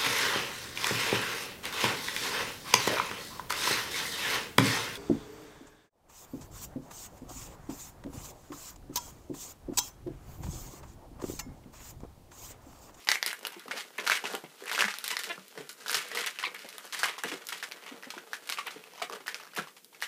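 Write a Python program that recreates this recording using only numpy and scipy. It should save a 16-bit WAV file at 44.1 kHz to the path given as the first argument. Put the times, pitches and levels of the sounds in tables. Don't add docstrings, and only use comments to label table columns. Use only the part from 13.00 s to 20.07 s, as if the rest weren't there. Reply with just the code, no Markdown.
import sys
import numpy as np
from scipy import signal
from scipy.fft import rfft, irfft
from scipy.io import wavfile
from scipy.ndimage import uniform_filter1d

SR = 44100
rng = np.random.default_rng(int(sys.argv[2]) if len(sys.argv) > 2 else 0)


def boost_factor(decibels):
    exponent = np.asarray(decibels, float) / 20
    return 10 ** exponent


def int16_out(signal):
    q = np.round(np.clip(np.atleast_2d(signal).T, -1, 1) * 32767)
    wavfile.write(sys.argv[1], SR, q.astype(np.int16))


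N = 311787


def snaps():
    # start_s, peak_db, ring_hz (skin), rasp_db (slipping after, re peak)
    cracks = [(0.2626, -25.5, 2040, -15), (0.4696, -31.5, 1540, -36), (.5954, -47, 2800, -38),
              (1.7301, -33.5, 945, -9.5), (1.986, -34.5, 2560, -32), (2.0416, -31.5, 1524, -12),
              (2.079, -29.5, 2080, -17), (2.191, -34.5, 2020, -13.5), (2.2356, -34, 1850, -13),
              (2.6924, -38.5, 3350, -13.5), (3.149, -38, 930, -7), (3.2626, -32, 2350, -9),
              (3.6892, -41.5, 2300, -15), (3.991, -35.5, 3220, -7), (4.488, -35, 2110, -14),
              (5.474, -42, 1580, -12), (5.499, -30.5, 1490, -35), (6.846, -47, 3000, -31),
              (7.0171, -41, 2440, -14)]
    pings = [(0.0884, -13, 2000, -23), (0.1165, -14, 2000, -23), (0.1415, -29, 1690, -14),
             (0.2279, -19, 1970, -35), (1.0757, -18.5, 1480, -26), (1.8498, -32, 2300, -11),
             (1.94, -31, 1470, -32), (2.1037, -32, 1970, -9), (2.1684, -22, 1980, -37),
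             (2.882, -25, 3300, -19), (2.8957, -24.5, 1520, -14.5), (2.9288, -26.5, 1600, -28),
             (2.9445, -16.5, 3430, -16), (3.925, -30.5, 2840, -12.5), (4.7209, -31, 2310, -24),
             (5.104, -31.5, 2530, -19), (5.492, -26.5, 2320, -17), (5.5234, -24, 2670, -21),
             (5.707, -43, 1220, -5), (6.125, -38, 2560, -13), (6.3446, -27, 2450, -20),
             (6.7652, -54.5, 1120, -5), (7.005, -43, 2790, -23)]
    pops = [(1.0985, -12.5, 1600, -18), (1.6765, -32, 2000, -14), (1.695, -28, 1900, -16),
            (1.109, -22, 2300, -20), (1.13, -23, 2500, -20), (5.034, -36, 1900, -25),
            (5.043, -40, 1900, -20), (6.535, -42, 1500, -25), (6.672, -40, 1100, -12),
            (0.4511, -21.5, 2850, -26), (0.519, -49, 890, -8), (0.6809, -35.5, 1190, -23),
            (1.065, -27.5, 1540, -6.5), (1.153, -24.5, 2330, -13.5), (1.715, -24, 1570, -18.5),
            (1.7494, -22.5, 2520, -16), (1.779, -22, 1490, -22), (1.8074, -13, 2700, -22),
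            (2.5764, -35.5, 1880, -14), (2.8612, -30, 1520, -18.5), (2.9764, -31, 2160, -10),
            (3.1161, -29.5, 1940, -24), (3.1731, -21.5, 2150, -15.5), (3.388, -25, 2720, -17.5),
            (3.4282, -27, 1550, -22), (4.0324, -15.5, 1610, -20), (4.181, -33, 1090, -14),
            (4.196, -35, 2000, -18), (4.6273, -26.5, 1740, -14.5), (5.3324, -23, 1670, -21),
            (6.098, -31, 1160, -46), (6.28, -23.5, 1800, -20.5), (6.5626, -30.5, 2590, -8),
            (6.9468, -44.5, 2380, -16), (7.0237, -21, 1900, -19)]
    flicks = [(0.33, -28.5, 1660, -20), (0.9816, -32.5, 1900, -7.5), (1.351, -26, 2930, -25),
              (1.439, -44.5, 826, -4.5), (1.6384, -39, 1840, -39.5), (1.6576, -35.5, 1700, -11),
              (3.546, -35.5, 2070, -11), (3.7821, -30, 3540, -20.5), (3.947, -29.5, 1900, -14),
              (4.0567, -26.5, 1200, -29), (4.2366, -23, 1660, -13.5), (4.863, -42.5, 1140, -8),
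              (6.5738, -32, 1150, -13)]
    thuds = [(0.07, -43.5, 1200, -3), (0.1562, -19.5, 2200, -30), (.2715, -28, 2030, -27),
             (.305, -26, 2200, -46), (1.163, -35, 1980, -24), (3.474, -35, 1250, -15),
             (0.7108, -25, 1620, -16), (.999, -25.5, 3500, -20), (1.1175, -15.5, 2340, -15),
             (1.239, -34.5, 880, -8), (1.255, -21.5, 2680, -19), (1.79, -18.5, 1650, -15),
             (1.8227, -15, 1670, -25.5), (1.842, -17, 2050, -29), (1.8817, -21.5, 1830, -15.5),
             (2.3784, -38.5, 1320, -40), (4.317, -28.5, 2570, -11.5), (4.416, -48.5, 2640, -4.5),
             (4.5232, -29.5, 1580, -13), (5.031, -45, 1360, -12), (5.1383, -38, 910, -11),
             (5.179, -31.5, 1540, -16.5), (5.574, -28, 2580, -19), (5.586, -25.5, 1260, -14.5),
             (6.018, -27, 1250, -11), (6.2033, -47.5, 845, -7), (6.262, -38.5, 1500, -14),
             (6.3998, -42.5, 1380, -8.5), (6.5864, -23, 1660, -39), (6.9282, -53, 965, -10)]
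    # upper_db (upper ring, re peak), crack_db (re peak)
    kind_colours = [(12, 13), (7, -1.5), (0, -4), (-27, 4.5), (-7, -49)]
    every = []
    for rows, colours in zip([cracks, pings, pops, flicks, thuds], kind_colours):
        every += [(s, db, hz, *colours, rasp_db) for s, db, hz, rasp_db in rows]
    return sorted(every)


def snap(db, hz, upper_db, crack_db, noise, ring_db=0):
    t = np.arange(len(noise)) / SR
    cycles = hz * t
    onset = 1 - np.exp(-t / .0002)
    ring = np.sin(2 * np.pi * cycles) * boost_factor(1.5 - 1.5 * cycles - .45 * cycles ** 2) * onset
    kick = noise * boost_factor(-60 * t / .011) + 6.5 * np.exp(-t * SR)
    low = boost_factor(-3) * peaked(band(kick, 600, 3200))
    upper = boost_factor(upper_db) * peaked(band(kick, 3300, 6200))
    crack = boost_factor(crack_db) * peaked(band(kick, 5800, 13000))
    return boost_factor(db + 1.5) * (boost_factor(ring_db) * ring + low + upper + crack)


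def add_snaps(mix):
    for s, db, hz, upper_db, crack_db, _ in snaps():
        add(mix, s, snap(db, hz, upper_db, crack_db, rng.standard_normal(800)))


def rub():
    # peak_s, rise_s, fall_s, level_db
    slides = [(.02, 0.38, 0.83, -50), (.29, 0.099, 0.081, -30.5), (.78, 0.051, 0.11, -33.5),
              (1.055, 0.036, .1, -33), (1.35, 0.26, 0.1, -38.5), (1.82, 0.29, 0.6, -35),
              (2.07, 0.085, 0.43, -35.5), (2.22, .1, .15, -45), (2.31, 0.56, 0.1, -39.5),
              (2.6, 0.42, 0.46, -49.5), (2.92, 0.15, 0.4, -31.5), (3.05, 0.28, 0.59, -48),
              (3.19, 0.079, 0.21, -31), (3.6, 0.19, .5, -44), (3.85, 0.074, 0.09, -40),
              (3.98, 0.12, .1, -34.5), (4.29, 0.094, 0.13, -33), (4.53, 0.11, 0.18, -37),
              (5.35, 0.084, 0.049, -42), (5.47, 0.1, .3, -45.5), (7.03, 0.026, 0.058, -34)]
    grips = [(.135, 0.027, .07, -41), (.469, 0.12, 0.58, -42.5), (1.12, 0.13, 0.078, -25),
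             (1.7, 0.075, 0.69, -31.5), (3.281, 0.43, 0.027, -27.5), (3.46, 0.17, 0.032, -31.5),
             (4.06, 0.15, 0.15, -25.5), (4.9, 0.26, 0.099, -40), (5.17, 0.41, 0.061, -45.5),
             (5.7, 0.29, 0.37, -41.5), (6.03, 0.16, 0.061, -36.5), (6.14, 0.13, 0.23, -48),
             (6.29, 0.047, 0.51, -45), (6.59, 0.093, 0.093, -35.5), (6.675, .015, 0.19, -61)]
    groans = [(.469, 0.17, 0.05, -37), (.72, 0.056, 0.46, -39), (1.03, 0.053, 0.067, -30),
              (1.35, 0.3, 0.072, -32), (1.82, 0.27, 0.08, -32), (2.31, 0.5, 0.2, -40),
              (2.59, 0.19, 0.16, -41), (2.92, 0.16, 0.059, -32), (3.22, 0.57, 0.06, -35),
              (3.49, 0.13, 0.65, -42), (3.85, 0.11, 0.062, -40.5), (4.26, 0.034, 0.35, -36.5),
              (4.9, 0.98, 0.75, -43), (5.26, 1, 1, -45.5), (5.75, 0.53, 0.33, -41),
              (6.03, 0.034, 0.034, -31), (6.14, 0.067, 0.052, -30.5), (6.29, 0.071, 0.39, -43.5),
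              (6.59, 0.058, 0.16, -38.5), (7.05, 0.22, 0.078, -47.5)]
    # centre_hz, width_hz, level_db
    skin_modes = [(950, 450, -7), (1400, 450, -2.5), (2000, 700, -2.5), (3000, 1500, -8)]
    # centre_hz, width_hz, level_db
    tube_modes = [(190, 22, -7), (348, 130, -10.5), (446, 61, 4), (860, 1090, -5.5)]
    # freq_hz, level_db (per Hz)
    hiss_colour = [(1800, -14), (3000, -3), (4500, -0.5), (8000, -4.5), (15500, -14)]

    slide_db, grip_db, tube_db = strokes(slides), strokes(grips), strokes(groans)
    skin_db = np.maximum(slide_db, grip_db)
    hiss_db = np.maximum(slide_db + 1.5, grip_db - 4.5)

    snap_s, peak_db, ring_hz, upper_db, _, rasp_db = np.transpose(snaps())
    now_s = np.arange(N) / SR
    following = np.searchsorted(snap_s, now_s)
    wait_s = np.append(snap_s, N)[following] - now_s
    stuck = 1 - .95 * np.exp(-wait_s / .014)
    after_db = peak_db + rasp_db
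    skin = np.sqrt(stuck * boost_factor(2 * skin_db - 16.5) + unrest(after_db + 6, .1))
    hiss = np.sqrt(stuck * boost_factor(2 * hiss_db - 21.5) + unrest(after_db + .5 * upper_db + 1, .15))
    tube = np.sqrt(boost_factor(2 * tube_db - 21.5) + boost_factor(-30) * skin ** 2)

    grip = boost_factor(2.5 * evened(uniform_filter1d(rng.standard_normal(N), 400)))
    drive = evened(grip * (evened(slips(700, 3.6)) + .9 * rng.standard_normal(N)))
    slow = evened(slips(250, 4.5)) + .6 * drive
    patch_hz = ring_hz[np.clip(following - 1, 0, None)]
    skin_ring = evened(body(drive, skin_modes) + .45 * resonate(drive, patch_hz, 750))
    breath = colour(drive + grip * rng.standard_normal(N) / 2, hiss_colour)
    return skin * skin_ring - hiss * breath + tube * body(slow, tube_modes)


def strokes(rows):
    t, level_db = np.arange(0, N + 64, 64) / SR, -np.inf
    for s, rise, fall, db in rows:
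        away = np.where(t < s, (s - t) / abs(rise), (t - s) / abs(fall))
        level_db = np.maximum(level_db, db - 20 * away)
    return np.interp(np.arange(N) / SR, t, level_db)


def slips(per_s, spread_db):
    size = boost_factor(spread_db * np.minimum(rng.exponential(1, N), 3.1))
    return (rng.random(N) < per_s / SR) * size * rng.choice([-1, 1], N)


def unrest(start_db, t60):
    kicks = np.zeros(N)
    starts = np.round((np.transpose(snaps())[0] + .002) * SR).astype(int)
    np.add.at(kicks, starts, boost_factor(2 * start_db))
    return signal.lfilter([1], [1, -boost_factor(-2 * 60 / (t60 * SR))], kicks)


def add_creaks(mix):
    # start_s, first_gap_s, gap_growth (ratio), peak_db, ring_hz (skin)
    creak_runs = [
        (.7645, .003, 1.4, -29, 1900),
        (5.936, .0215, .98, -36, 950),
        (6.399, .0145, 1.12, -38, 1600),
    ]
    for s, gap, growth, db, hz in creak_runs:
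        gaps = gap * growth ** np.arange(5)
        starts = s + np.cumsum(gaps) - gaps
        for at in np.concatenate([starts, starts[2:] + .3 * gaps[2:]]):
            noise = rng.standard_normal(600)
            patch_hz = hz * boost_factor(1.5 * noise[-1])
            add(mix, at, snap(db, patch_hz, -2, -8, noise, -9))


def squeak(length, first_hz, last_hz, db, slope_db):
    size, orders = round(length * SR), np.arange(1, 13)[:, None]
    wobble = uniform_filter1d(rng.standard_normal((13, size)), 90)
    hz = np.geomspace(first_hz, last_hz, size) * (1 + first_hz / 3000 * wobble[0])
    tilt_db = slope_db * np.log2(orders) - 7 * (orders * hz / 2300) ** 2 + 25 * wobble[1:]
    cycles = orders * np.cumsum(hz) / SR + .77 * rng.random(orders.shape)
    stack = boost_factor(tilt_db) * np.cos(2 * np.pi * cycles)
    return boost_factor(db) * evened(stack.sum(0)) * signal.windows.tukey(size, .6)


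def add_squeaks(mix):
    # start_s, length_s, first_hz, last_hz, level_db
    bright = [
        (.775, .042, 420, 408, -47),
        (2.121, .026, 1000, 1000, -37),
        (2.292, .034, 347, 343, -34),
        (3.437, .0075, 980, 1150, -24),
        (3.445, .036, 2050, 2450, -37),
        (3.439, .045, 4200, 4450, -39),
        (5.66, .027, 1550, 600, -34),
    ]
    round_hums = [
        (.73, .016, 700, 430, -43),
        (1.835, .035, 210, 205, -42),
        (3.12, .105, 478, 466, -45),
        (4.254, .07, 285, 265, -51),
        (5.587, .016, 1230, 1170, -36),
        (6.016, .014, 720, 680, -36),
        (6.129, .012, 1250, 1100, -39),
        (6.585, .02, 1500, 1300, -35),
    ]
    for rows, slope_db in (bright, 6), (round_hums, -11):  # overtones, dB per octave
        for s, *row in rows:
            add(mix, s, squeak(*row, slope_db))


def add_knocks(mix):
    # start_s, peak_db, tube_hz
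    tube_knocks = [(0.261, -46, 384), (.426, -48, 444), (0.448, -50.5, 308), (0.564, -41.5, 376),
                   (0.656, -41.5, 454), (.68, -42, 297), (0.751, -49, 247), (0.988, -37, 416),
                   (1.239, -36, 447), (1.336, -31.5, 412), (1.436, -39, 170), (1.621, -41, 430),
                   (2.379, -41.5, 203), (2.573, -35, 476), (2.584, -43, 164), (2.599, -37, 450),
                   (2.948, -38.5, 452), (2.959, -48, 170), (3.469, -40.5, 386), (3.644, -40, 570),
                   (4.03, -45, 555), (4.244, -29.5, 469), (4.32, -35.5, 345), (4.338, -36.5, 407),
                   (4.743, -53, 470), (4.914, -40.5, 274), (4.939, -46, 267), (5.068, -40, 267),
                   (5.166, -37.5, 394), (5.758, -39.5, 460), (6.031, -46, 434), (6.101, -42, 426),
                   (6.14, -50, 437), (6.203, -49, 412), (6.576, -32, 422), (6.584, -35, 186)]
    t = np.arange(3500) / SR
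    for s, db, hz in tube_knocks:
        puff = band(rng.standard_normal(len(t)), 161, 656)
        boom = np.sin(2 * np.pi * hz * t * (1 - 2.8 * t)) + .64 * puff
        add(mix, s, boost_factor(db + 2 - 60 * t / .066) * (1 - np.exp(-t / .0023)) * boom)


def add_ticks(mix):
    # start_s, peak_db
    dry_ticks = [(.249, -38), (0.4603, -33), (3.592, -29), (3.646, -37), (3.7276, -32), (4.7138, -26),
                 (4.838, -33), (5.026, -32), (5.8393, -32), (6.131, -45), (6.152, -39)]
    for s, db in dry_ticks:
        add(mix, s, snap(db - 7.5, 2580, 1, -.28, rng.standard_normal(500)))


def add_pricks(mix):
    # start_s, peak_db, lowest_hz
    pinpoints = [(0.0478, -36, 4000), (0.391, -36, 4000), (0.429, -38, 4000), (0.5222, -35, 4000),
                 (1.052, -34, 4000), (1.3264, -30, 4000), (1.6804, -34, 4000), (2.2644, -36, 4000),
                 (2.4804, -34.5, 4000), (2.7132, -34, 4000), (2.728, -37, 4000), (2.7405, -48, 4000),
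                 (2.7881, -44, 4000), (2.904, -25, 4000), (2.914, -19, 4000), (3.0844, -31, 4000),
                 (3.3514, -44, 4000), (3.8535, -36, 4000), (4.4523, -39, 4000), (4.4684, -26, 4000),
                 (4.5784, -37, 4000), (4.6877, -35, 4000), (5.4375, -41, 4000), (5.668, -30, 4000),
                 (6.27, -34, 3950), (6.5498, -35, 4000), (6.565, -29, 4000), (6.6323, -48, 4000)]
    decay = boost_factor(-60 * np.arange(400) / SR / .008)
    for s, db, lo_hz in pinpoints:
        spit = band(rng.standard_normal(400) * decay, lo_hz, 15000)
        add(mix, s + .001, boost_factor(db) * peaked(spit))


def room(x):
    # freq_hz, t60_s
    wall_decay = [(200, 0.17), (700, 0.18), (2000, 0.21), (5000, 0.074), (12000, 0.16)]
    taps = np.zeros((3, SR // 2))
    at = np.arange(160, SR // 2 - 20, 20) + rng.integers(0, 20, (3, (SR // 2 - 161) // 20))
    np.put_along_axis(taps, at, rng.choice([-1., 1.], at.shape), 1)
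    hz, t, z = signal.stft(taps, SR, nperseg=256)
    tails = signal.istft(z * boost_factor(-60 * t / read(wall_decay, hz)[:, None]), SR, nperseg=256)[1]
    phase = 7 * np.arange(N) / SR + np.arange(3)[:, None] / 3
    turn = np.cos(2 * np.pi * phase) * np.sqrt(2 / 3)
    return signal.fftconvolve(x * turn, tails / np.linalg.norm(tails[0]), axes=1)[:, :N].sum(0)


def still_air():
    # freq_hz, level_db (per Hz)
    air_colour = [(30, -38), (150, -2.5), (450, -1.5), (1000, -18), (3000, -12), (8000, -11.5),
                  (15500, -12.5)]
    return boost_factor(-60.5) * colour(rng.standard_normal(N), air_colour)


def evened(x):
    return x / np.sqrt(np.mean(x ** 2) + 1e-20)


def peaked(x):
    return x / abs(x).max()


def add(mix, s, sound):
    part = mix[round(s * SR):][:len(sound)]
    part += sound[:len(part)]


def read(points, hz):
    f, value = np.transpose(points)
    return np.interp(np.log(hz + 1), np.log(f + 1), value)


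def colour(x, points):
    gain = boost_factor(read(points, np.fft.rfftfreq(len(x), 1 / SR)))
    return evened(irfft(rfft(x) * gain, len(x)))


def band(x, lo_hz, hi_hz):
    return evened(signal.lfilter(*signal.butter(2, [lo_hz, hi_hz], "band", fs=SR), x))


def body(x, modes):
    total = 0
    for k, (hz, width, db) in enumerate(modes):
        total = total + (-1) ** k * boost_factor(db) * signal.lfilter(*signal.iirpeak(hz, hz / width, SR), x)
    return evened(total)


def resonate(x, hz, width):
    turn, r = np.exp(2j * np.pi * np.cumsum(hz) / SR), np.exp(-np.pi * width / SR)
    return evened((turn * signal.lfilter([1 - r], [1, -r], x / turn)).real)


def scene():
    near = np.zeros(N)
    add_snaps(near)
    add_creaks(near)
    add_squeaks(near)
    add_knocks(near)
    add_ticks(near)
    add_pricks(near)
    near = near + rub()
    return (near + boost_factor(-7.5) * room(near) + still_air())[None]


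def low_pass(x):
    return signal.sosfilt(signal.butter(12, 16500, fs=SR, output="sos"), x)


def record(dry):
    thin = signal.sosfilt(signal.butter(4, 140, "high", fs=SR, output="sos"), dry)
    level_db = 10 * np.log10(uniform_filter1d(thin ** 2, 1500) + 1e-12)
    thin = thin * boost_factor(-3 * np.clip((-57 - level_db) / 6, 0, 1))
    rumble = boost_factor(-101) * band(rng.standard_normal(N), 20, 90)
    bent = thin + .06 * thin ** 2 + rumble
    edge = signal.firwin(255, 15300, window=("kaiser", 3.3), fs=SR)[None]
    return low_pass(signal.oaconvolve(bent, edge, "same"))


dry = scene()
out = record(dry)
int16_out(out)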